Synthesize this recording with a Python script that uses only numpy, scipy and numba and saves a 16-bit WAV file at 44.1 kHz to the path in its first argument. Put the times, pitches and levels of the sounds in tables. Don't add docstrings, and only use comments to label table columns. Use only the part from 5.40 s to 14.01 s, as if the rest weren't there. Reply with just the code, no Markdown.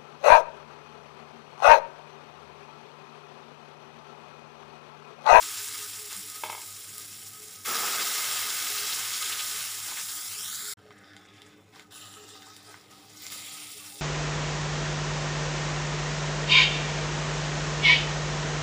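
import sys
import numpy as np
from scipy import signal
from scipy.fft import rfft, irfft, next_fast_len
from scipy.io import wavfile
from scipy.ndimage import uniform_filter1d, map_coordinates
from numba import njit

SR = 44100
rng = np.random.default_rng(int(sys.argv[2]) if len(sys.argv) > 2 else 0)


def gain_from_db(level_db):
    decades = np.asarray(level_db, float) / 20
    return 10 ** decades


def store_wav(level_fs):
    pcm = np.round(np.clip(np.atleast_2d(level_fs), -1, 1) * 32767)
    wavfile.write(sys.argv[1], SR, pcm.T.astype(np.int16))


N = 379701
SIZE = next_fast_len(N)
T = np.arange(N) / SR
HZ = np.arange(SIZE // 2 + 1) * SR / SIZE

# frequency in Hz, level per Hz in dB.
AIR = [(25, 19.5), (70, 4.5), (140, 17), (500, -4), (950, -36), (1900, -11), (5000, -27), (15500, -46)]
AIR_DB, FULL_PAN_AIR_DB = -65, -1
# frequency in Hz, width in Hz, level in dB.
HUM = [
    (100.5, 15, -63),
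    (201, 11.5, -71.5),
    (260, 14, -85),
    (300, 15.5, -68.5),
    (420, 18, -73.5),
    (737, 12, -76.5),
    (790.4, 13, -73.5),
    (1277, 41, -78),
]
# time in seconds, peak in dB.
BOUNCES = [(0.724, -36.5), (1.036, -18), (1.047, -31), (1.06, -26), (1.086, -35), (1.098, -21), (1.11, -34),
           (1.127, -26), (1.149, -28), (1.179, -32), (1.195, -39), (1.207, -38), (1.219, -40), (1.231, -41),
           (4.464, -38), (4.485, -40), (4.52, -33.5), (4.564, -43)]
# frequency in Hz, level in dB, time to fall by 120 dB in seconds.
SPOON_MODES = [(484, -16, 0.057), (652, -13, 0.06), (820, -17, 0.044), (885, -5, 0.036), (935, -0.5, 0.035),
               (1260, -7, 0.055), (1630, -10, 0.05), (1870, -18, 0.034), (2140, -20, .035),
               (2220, -4, 0.035), (2560, -11, 0.045), (3100, -12, 0.07), (3400, -14, 0.08),
               (1500, -9, 0.0097)]
# start
# in seconds, length in seconds, level in dB, pitch in Hz.
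SWELLS = [(.064, .04, -59, 420), (.204, 0.053, -58, 420), (.293, .035, -61, 420), (.385, 0.088, -56.5, 420),
          (.575, 0.12, -56, 420), (.77, 0.042, -54, 190), (.828, 0.046, -58.5, 420),
          (0.945, 0.054, -61, 420), (1.585, 0.047, -61.5, 420), (1.983, 0.12, -57.5, 420),
          (2.596, .086, -52, 420), (3.047, .066, -56.5, 420), (3.301, 0.16, -52.5, 420),
          (3.9, .08, -61, 420), (4.12, 0.056, -57, 420), (4.331, 0.057, -60, 420), (4.96, .06, -59, 420),
          (5.22, 0.12, -57.5, 420), (5.438, .096, -57, 420), (6.131, 0.033, -60, 420),
          (6.767, .084, -53.5, 420), (6.902, .062, -58, 420), (7.267, .04, -57, 420),
          (8.353, 0.031, -56.5, 420), (8.549, 0.055, -59, 420), (.9, 0.11, -55.5, 1260),
          (1.549, .068, -57, 1260), (1.926, .072, -58, 1260), (2.172, .05, -59, 1260),
          (6.611, 0.086, -57.5, 1260), (6.767, .038, -60, 1260), (6.945, 0.04, -57, 1250),
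          (6.994, .04, -61, 1260), (7.082, .06, -58, 1260), (7.269, .046, -58, 1260),
          (7.918, 0.06, -59, 1260), (8.125, 0.06, -59, 1290), (8.4, .035, -58, 1150),
          (8.51, .065, -61, 810), (8.259, .052, -59, 1260), (5.749, .08, -63, 785), (6.34, .06, -63, 785),
          (6.93, .17, -60.5, 785), (7.5, .2, -66, 785), (8.1, .14, -63.5, 785), (5.55, 1.6, -67, 299.6),
          (7.2, 1.5, -66, 300)]
# start in
# seconds, end in seconds, pitch in Hz, width in Hz, level in dB.
VENTS = [(.5, 2.6, 5350, 300, -68), (2.25, 2.76, 1284, 200, -38), (5.5, 6.2, 1770, 730, -59.5),
         (5.63, 5.85, 3600, 350, -64), (5.8, 6.25, 3500, 300, -63), (5.6, 5.9, 1500, 400, -60),
         (4.54, 4.64, 2600, 1600, -45), (7.9, 8.4, 3800, 2200, -49), (7.8, 8.45, 2200, 800, -53),
         (7.165, 7.21, 8600, 3000, -60), (7.24, 7.32, 9000, 2000, -58), (6.71, 6.78, 9000, 4000, -56),
         (6.87, 6.94, 8000, 2200, -55), (8.12, 8.2, 9500, 3000, -54), (4.45, 4.51, 1500, 900, -52),
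         (5.1, 5.4, 1450, 250, -50.5), (6.85, 7.3, 3700, 350, -58.5), (6.75, 7.04, 2870, 270, -59.5),
         (5.63, 5.8, 5130, 900, -63), (6.52, 6.8, 2930, 460, -52.5), (6.505, 6.84, 3900, 800, -51.5),
         (6.52, 6.8, 10000, 1000, -57), (6.55, 7, 7320, 800, -58), (6.6, 7.8, 1840, 250, -65),
         (6.7, 4.8, 8970, 1300, -70), (7.05, 7.4, 5030, 2170, -60), (7.24, 6.6, 1400, 900, -58),
         (7.5, 8.2, 4400, 2400, -61), (7.78, 8.3, 4400, 2000, -51), (7.82, 8.3, 7200, 1000, -51.5),
         (7.98, 8.5, 2900, 1800, -51), (8.1, 8.7, 9100, 1100, -51.5), (6.85, 7.45, 4300, 2600, -55),
         (5.38, 12, 200, 150, -64.5), (5.38, 16, 300, 20, -69), (2.24, 3.6, 14900, 900, -43),
         (2.24, 3.4, 12000, 1800, -42), (5.85, 6.45, 2500, 1200, -65.5), (7.9, 8.1, 10300, 1500, -52),
         (8.2, 10.4, 4013, 1400, -55.5)]
# middle in seconds, length in ms, level
# in dB, # pitch in Hz.
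SPITS = [(.281, 10, -41, 7000), (.559, 8, -42, 7500), (.655, 8, -44, 7000), (.735, 16, -42, 4000),
         (1.051, 20, -47, 2900), (1.105, 16, -51, 3100), (1.217, 9, -42, 8000), (1.24, 8, -45, 7000),
         (1.345, 14, -46, 5500), (1.366, 20, -44, 7300), (1.417, 12, -51, 4000), (1.492, 20, -46, 7300),
         (1.633, 24, -50, 5000), (1.655, 14, -47, 8500), (1.721, 24, -48, 7000), (1.87, 22, -44, 6500),
         (1.884, 22, -45, 11000), (2.083, 10, -50, 7000), (2.157, 12, -47, 5500), (3.382, 16, -34, 3800),
         (3.47, 12, -33, 5500), (3.529, 18, -33, 4000), (3.545, 20, -35, 7000), (3.741, 24, -33, 4000),
         (3.83, 12, -37, 3500), (3.929, 24, -35, 3500), (4.003, 26, -34, 3500), (4.208, 26, -40, 4000),
         (4.701, 20, -44, 4000), (5.081, 12, -40, 11000), (5.155, 20, -38, 7000), (5.28, 10, -39, 8000),
         (5.308, 9, -42, 7000), (5.397, 6, -75, 13000), (5.563, 3, -64, 13000), (5.586, 12, -62, 7700),
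         (5.86, 24, -65, 6500), (5.941, 12, -66, 6500), (6.068, 16, -59, 7000), (6.086, 10, -66, 11000),
         (6.244, 8, -72, 7000), (6.842, 14, -56, 7500), (6.893, 10, -51, 8000), (7.067, 26, -54, 6500),
         (7.17, 16, -53, 10000), (7.515, 14, -56, 6500), (7.7, 14, -55, 6000), (7.935, 20, -43, 10500),
         (8.141, 24, -45, 10000), (8.377, 10, -47, 7000), (4.52, 30, -49, 1000), (7.347, 14, -55, 1700),
         (5.513, 16, -56, 1500), (2.6, 14, -36, 2000), (2.44, 24, -36, 1000)]
# time in seconds, peak in dB, pitch in Hz.
POPS = [(0.1177, -22, 7670), (0.555, -29, 7570), (0.729, -17, 7400), (0.7651, -20, 7580),
        (0.9002, -23, 7300), (1.2149, -27, 6950), (1.5814, -15.5, 8160), (3.417, -28, 6640),
        (3.521, -24, 3970), (3.9982, -24, 3720), (4.2897, -30, 5740), (4.572, -24, 2300),
        (5.1467, -18, 7170), (5.254, -22, 4610), (5.507, -36, 1300), (5.6369, -42, 1500),
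        (5.6438, -43, 3660), (5.7346, -40, 3710), (5.9376, -47, 3500), (5.9635, -45, 3600),
        (5.9815, -45, 3660), (5.766, -35, 2100), (5.766, -34, 3600), (5.8534, -41, 1890),
        (6.019, -31, 3460), (6.0632, -42, 1860), (6.396, -29.5, 2500), (6.7396, -32, 2800),
        (6.8904, -36, 2830), (6.9037, -35, 4000), (6.954, -37, 1253), (7.0216, -33, 3010),
        (7.069, -40, 1200), (7.165, -33, 3200), (7.1655, -31, 8390), (7.2521, -40, 7500),
        (7.343, -34, 1300), (7.511, -46, 1950), (7.6961, -39, 9350), (7.7605, -38, 4500),
        (7.8034, -32, 4270), (7.8445, -27, 7100), (7.8665, -20, 4300), (7.902, -26.5, 3700),
        (7.9201, -26, 7040), (8.047, -33, 3830), (8.1351, -29, 8990), (8.157, -27, 6990),
        (8.2709, -28, 6970), (8.4871, -32, 6600), (8.557, -32, 3500)]
POP_DB = 1.5
# pitch in Hz, octaves spanned.
SIZES = [
    (450, 2.3),
    (1600, 1.3),
    (3900, 1.3),
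    (9000, 1.1),
]
# start in seconds, length in seconds, fizz in dB, cooling in dB per second, wetness.
SURGES = [(-.05, 2.287, -37, 4, 0.35), (-.05, 0.51, -37.5, 11.5, 0.73), (0.694, 0.053, -41.5, 26, 1.2),
          (2.241, 3.146, -31.5, 1.94, 1.02), (2.658, 1.58, -39, 0, 1.41), (2.265, 0.39, -55, 13, 3.2),
          (3.815, 0.23, -54, 3, 1.3), (4.453, 0.06, -49.5, 28.5, 1.96), (4.558, 0.051, -41, 25, 1.3),
          (5.35, 0.777, -73.5, -4, 2.7), (6.106, 0.46, -73.5, -3, 2.06), (6.32, 0.105, -62.5, 11, 2.53),
          (6.5, 0.91, -54.5, 8, 1.63), (7.403, 0.13, -65.5, -1, 1.9), (6.53, 0.09, -50, 14, 0.23),
          (7.235, 0.16, -61, 28, 2.4), (7.49, 0.28, -61, -10, 1.52), (7.735, 0.147, -54, -57, 0.89),
          (7.888, .9, -45, 2.5, 0.66), (7.903, 0.03, -40, 20, .8)]
RISE_S, FALL_S, DRYING_PER_S = 0.018, 0.013, 0.32
DRY_DB = [-36, -16, -6, 0.5]
WET_DB = [16, 9, 6, -0.5]
# time in seconds, level in dB.
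SIMMER_DB = [
    (0, -62),
    (2.3, -61),
    (5.3, -68),
    (5.4, -56),
    (6.3, -62),
    (6.8, -60),
]
SPOTS = 6
CROWDED_FLARE, SPARSE_FLARE = .55, .9
# frequency in Hz, width in Hz, lift in dB.
PAN = [(419, 30, 4), (550, 230, -4.5), (950, 160, -0.5), (1258, 75, 10), (1500, 150, 5.5), (2100, 160, 4.5),
       (2930, 98, -3.5), (1930, 180, -3.5), (2390, 89, -6), (4770, 140, -3.5), (5580, 170, 1.5)]
# start in seconds, end in seconds, frequency in Hz,
# width in Hz, share removed 0-1.
SHADES = [(0, 1.0, 640, 300, 0.65), (1.25, 2.24, 800, 500, 0.5), (.45, 2, 6300, 400, 0.5),
          (3.0, 5.34, 557, 200, .25), (5.4, 6, 950, 300, .5), (6.5, 7, 2230, 500, 0.7),
          (6.7, 7.3, 4450, 400, 0.3), (6.95, 7.3, 3300, 200, 0.5), (7.45, 8.4, 1604, 400, 0.55),
          (7.4, 7.6, 6350, 400, .5), (8.31, 8.39, 1100, 900, .6), (8.5, 8.61, 1400, 900, .5),
          (8.15, 8.35, 550, 200, .5), (6.1, 6.33, 4500, 2500, .1), (4.63, 4.9, 2600, 900, .4),
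          (6.78, 7.14, 10500, 3000, .3), (7.19, 7.24, 9000, 4000, .4), (5.75, 6.05, 1270, 120, .5),
          (2.2, 2.45, 4300, 1200, .3), (2.2, 2.45, 3000, 900, .25), (2.2, 2.45, 8700, 2500, .2),
          (2.9, 3.2, 2300, 600, .25), (3.35, 3.7, 8700, 2500, .2), (3.15, 3.45, 1000, 300, .3),
          (6.28, 6.45, 480, 150, .6), (4.45, 4.7, 470, 150, .6)]
# time in seconds, lag in ms, share.
HAND = [
    (4.6, .85, 0),
    (4.85, .55, .4),
    (5.0, .345, .62),
    (5.14, .24, .72),
    (5.34, .205, .75),
    (5.36, .205, 0),
]
# frequency in Hz, width in Hz, lift in dB.
PHONE = [(4400, 110, -3.5), (6294, 310, -6.5), (7200, 2180, 3), (8100, 230, -8.5), (12480, 1750, -5.5),
         (13800, 900, -5.5), (14500, 1200, 2.5), (15400, 650, 7)]
PHONE_LOW_HZ, PHONE_TOP_HZ = 80, 15470
# time in seconds, level in dB.
GAP = [
    (5.336, 0),
    (5.3366, -20),
    (5.35, -90),
    (5.366, -90),
    (5.371, -6),
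    (5.378, 0),
]
LADLE_S, GAP_S = SURGES[3][0], GAP[0][0]


def unit(x):
    return x / np.sqrt(np.mean(x ** 2))


def walk(rate):
    hold = max(int(SR / rate), 2)
    steps = np.repeat(rng.standard_normal(N // hold + 1), hold)
    return 1.2 * uniform_filter1d(steps, hold)[:N]


def hiss(hz, width):
    resonance = 1 / (1 + (1.3 * (HZ - hz) / width) ** 2) ** 2
    return unit(irfft(rfft(rng.standard_normal(SIZE)) * resonance, SIZE)[:N])


def colour(x, modes):
    db = sum(lift / (1 + (2 * (HZ - hz) / width) ** 2) for hz, width, lift in modes)
    cepstrum = irfft(db * np.log(10) / 20, SIZE)
    cepstrum[1:SIZE // 2] *= 2
    cepstrum[SIZE // 2:] = 0
    return irfft(rfft(x, SIZE) * np.exp(rfft(cepstrum)), SIZE)[..., :N]


@njit
def ring(start, hz, tau, size):
    out = np.zeros(N + 1)
    for k in range(len(start)):
        turn = np.exp(2j * np.pi * hz[k] / SR - 1 / tau[k])
        rise_decay = np.exp(-4 / tau[k])
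        net = 1 / (1 - turn) - 1 / (1 - turn * rise_decay)
        z = size[k] * np.conj(net) / abs(net)
        rise = 1.
        for i in range(start[k], min(N, start[k] + int(6 * tau[k]) + 2)):
            out[i] += z.imag * (1 - rise)
            z, rise = z * turn, rise * rise_decay
    return out[:N]


def room(x, t60=0.26, wet_db=-6, rim_db=-5):
    t = T[:SR // 2]
    tail = rng.standard_normal(len(t)) * np.exp(-np.log(1000) * t / t60) * np.minimum(t / 0.0072, 1)
    path = gain_from_db(wet_db) * tail / np.linalg.norm(tail)
    path[0] = 1
    path[rng.integers(6, 110, size=6)] = gain_from_db(rim_db) * np.array([1, -1, .8, -.8, .6, -.6])
    path = path / np.linalg.norm(path)
    cut = int(GAP[2][0] * SR)
    return np.concatenate([signal.oaconvolve(part, path)[:len(part)] for part in (x[:cut], x[cut:])])


def kitchen():
    hz, db = np.transpose(AIR)
    slope = gain_from_db(np.interp(np.log(HZ + 1), np.log(hz), db))
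    air = irfft(rfft(rng.standard_normal(SIZE)) * slope, SIZE)[:N]
    hum = sum(gain_from_db(db) * hiss(hz, width) for hz, width, db in HUM)
    air_db = AIR_DB + FULL_PAN_AIR_DB * (T > GAP_S) + 1.3 * walk(2.25)
    return unit(air) * gain_from_db(air_db) + hum


def spoon():
    s, db = np.repeat(np.transpose(BOUNCES), len(SPOON_MODES), axis=1)
    hz, mode_db, t60 = np.tile(np.transpose(SPOON_MODES), len(BOUNCES))
    detune, uneven = rng.standard_normal((len(s), 2)).T
    tau = t60 * SR / np.log(1000) / 2
    size = gain_from_db(db + mode_db + 1.3 * uneven - 1.0)
    return ring((s * SR).astype(np.int64), hz * (1 + 0.008 * detune), tau, size)


def swells(edge_s=.018, waver=0.012):
    out, drift = np.zeros(N), 1 + waver * walk(25)
    for (s, length, db, hz), turn in zip(SWELLS, rng.random(len(SWELLS))):
        on = (T > s - edge_s) & (T < s + length + edge_s)
        inside = np.minimum(T[on] - s, s + length - T[on])
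        shape = np.sin(np.pi / 2 * np.clip(inside / (2 * edge_s) + .5, 0, 1)) ** 2
        out[on] += gain_from_db(db + 3) * shape * np.sin(2 * np.pi * (np.cumsum(hz * drift[on]) / SR + turn))
    return out


def vents(edge_s=0.033):
    out = np.zeros(N)
    for a, b, hz, width, db in VENTS:
        splutter = gain_from_db(db + 1.1 * walk(22) + 2.4 * walk(170) - .8)
        opening = np.interp(T, [a, a + edge_s, b], [0, 1, 0]) ** .5
        out += splutter * opening * hiss(hz, width)
    return out


def spits(spread=.28, grain_db=5):
    out, half = np.zeros(N), 2048
    t = np.arange(-half, half) / SR
    draws = rng.standard_normal((len(SPITS), 2, 2 * half))
    for (s, ms, db, hz), (noise, grain) in zip(SPITS, draws):
        edges = [hz * (1 - spread), min(hz * (1 + spread), 16000)]
        band = signal.butter(2, edges, "band", fs=SR, output="sos")
        crackle = unit(signal.sosfilt(band, noise * gain_from_db(grain_db * grain)))
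        middle = int(s * SR)
        out[middle - half:middle + half] += gain_from_db(db) * crackle * np.exp(-(2000 * t / ms) ** 2)
    return out


def pops(burst_ms=.04, turns=1.1):
    out = 0
    for (s, db, centre), (late, off) in zip(POPS, rng.standard_normal((len(POPS), 2, 12))):
        hz = np.minimum(centre * 2 ** (np.linspace(-.2, 1.6, 12) + .1 * off), 15000)
        start = ((s + burst_ms / 1000 * late ** 2) * SR).astype(np.int64)
        size = np.minimum(hz / centre, (centre / hz) ** 0.76)
        pop = ring(start, hz, turns * SR / hz, size)
        out = out + gain_from_db(db + POP_DB) * pop / np.abs(pop).max()
    return out


def boil():
    power = np.full((4, N), 1e-12)
    power[0] += gain_from_db(np.interp(T, *np.transpose(SIMMER_DB))) ** 2
    dropped_s = GAP[1][0]
    for start, length, db, cooling, wet in SURGES:
        on = (T > start) & (T < start + length + FALL_S) & ((T < dropped_s) | (start > dropped_s))
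        age = T[on] - start
        gate = np.clip(np.minimum(age / RISE_S, 1 + (length - age) / FALL_S), 0, 1)
        wetness = np.maximum(wet - DRYING_PER_S * age, 0)
        size_db = db - cooling * age + np.c_[DRY_DB] + np.c_[WET_DB] * wetness
        power[:, on] += (gate * gain_from_db(size_db)) ** 2
    return 10 * np.log10(power)


def bubbles(per_s=30000, turns=1.1, scatter_db=2.85, low_hz=150, top_hz=16500):
    when, pick, life, odd, where = rng.random((int(per_s * N / SR), 5)).T
    start, spot = (when * N).astype(np.int64), (where * SPOTS).astype(int)
    span = np.sqrt(top_hz) - np.sqrt(low_hz)
    hz = (np.sqrt(low_hz) + pick * span) ** 2
    tau = np.maximum(turns * (.4 + 1.2 * life) * SR / hz, 1.5)
    per_octave = per_s * np.sqrt(hz) / (2 * span) * np.log(2)

    centre, octaves = np.transpose(SIZES)
    calm = np.where((T > LADLE_S) & (T < GAP_S), CROWDED_FLARE, SPARSE_FLARE)
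    flare = 0.23 * walk(12) + 0.46 * walk(60) + 2.0 * walk(400)
    class_db = [(c + calm * (flare + 0.5 * walk(20) + 0.2 * walk(220)))[start] for c in boil()]
    class_db = class_db - 10 * np.log10(octaves)[:, None]
    place = np.interp(np.log(hz), np.log(centre), np.arange(4))
    db = map_coordinates(class_db, [place, np.arange(len(hz))], order=1)
    db -= 2.0 * np.maximum(np.log2(hz / centre[-1]), 0)
    db -= 8.5 * np.maximum(np.log2(centre[0] / hz), 0)

    turns_db = np.where(T > GAP_S, 10, 2) * np.array([walk(3) for _ in range(SPOTS)])
    share = gain_from_db(turns_db) / np.sqrt(np.mean(gain_from_db(turns_db) ** 2, axis=0))
    size = unit(gain_from_db(np.minimum(-scatter_db * np.log(1 - odd), 17.5)))
    size *= share[spot, start] * gain_from_db(db) * np.sqrt(SR / per_octave / (tau / 9))
    out = np.zeros(N)
    for k in range(SPOTS):
        here = spot == k
        out += room(ring(start[here], hz[here], tau[here], size[here]), 0.12, 0.98, -5.5)
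    return gain_from_db(-1.85) * out


def shade(x, edge_s=.04):
    for a, b, hz, width, share in SHADES:
        band = signal.lfilter(*signal.iirpeak(hz, hz / width, fs=SR), x)
        covered = np.clip(np.minimum(T - a, b - T) / edge_s + .5, 0, 1)
        x = x - np.clip(share, 0, 1) * covered * band
    return x


def hand_echo(x, low_hz=2000, top_hz=6500):
    s, lag_ms, share = np.transpose(HAND)
    soft = signal.sosfilt(signal.butter(2, [low_hz, top_hz], "band", fs=SR, output="sos"), x)
    echo = np.interp(T - np.interp(T, s, lag_ms) / 1000, T, soft)
    return x + np.interp(T, s, share) * echo


def scene():
    sizzle = bubbles() + room(pops(), .12, -4.5, -9)
    pan = colour(sizzle, PAN) + room(vents(), .1, 1, -16)
    pan = hand_echo(shade(pan))
    rest = swells() + room(spoon(), 0.23, -4.5, -21.5) + kitchen()
    return np.tile(pan + rest + spits(), (2, 1))


def top_cut(x):
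    return signal.sosfilt(signal.butter(12, 16870, fs=SR, output="sos"), x)


def record(dry):
    s, db = np.transpose(GAP)
    low = signal.butter(2, PHONE_LOW_HZ, "high", fs=SR, output="sos")
    top = signal.ellip(12, .3, 70, PHONE_TOP_HZ, fs=SR, output="sos")
    heard = signal.sosfilt(np.vstack([low, top]), colour(dry, PHONE))
    return top_cut(heard * gain_from_db(np.interp(T, s, db)))


dry = scene()
out = record(dry)
store_wav(out)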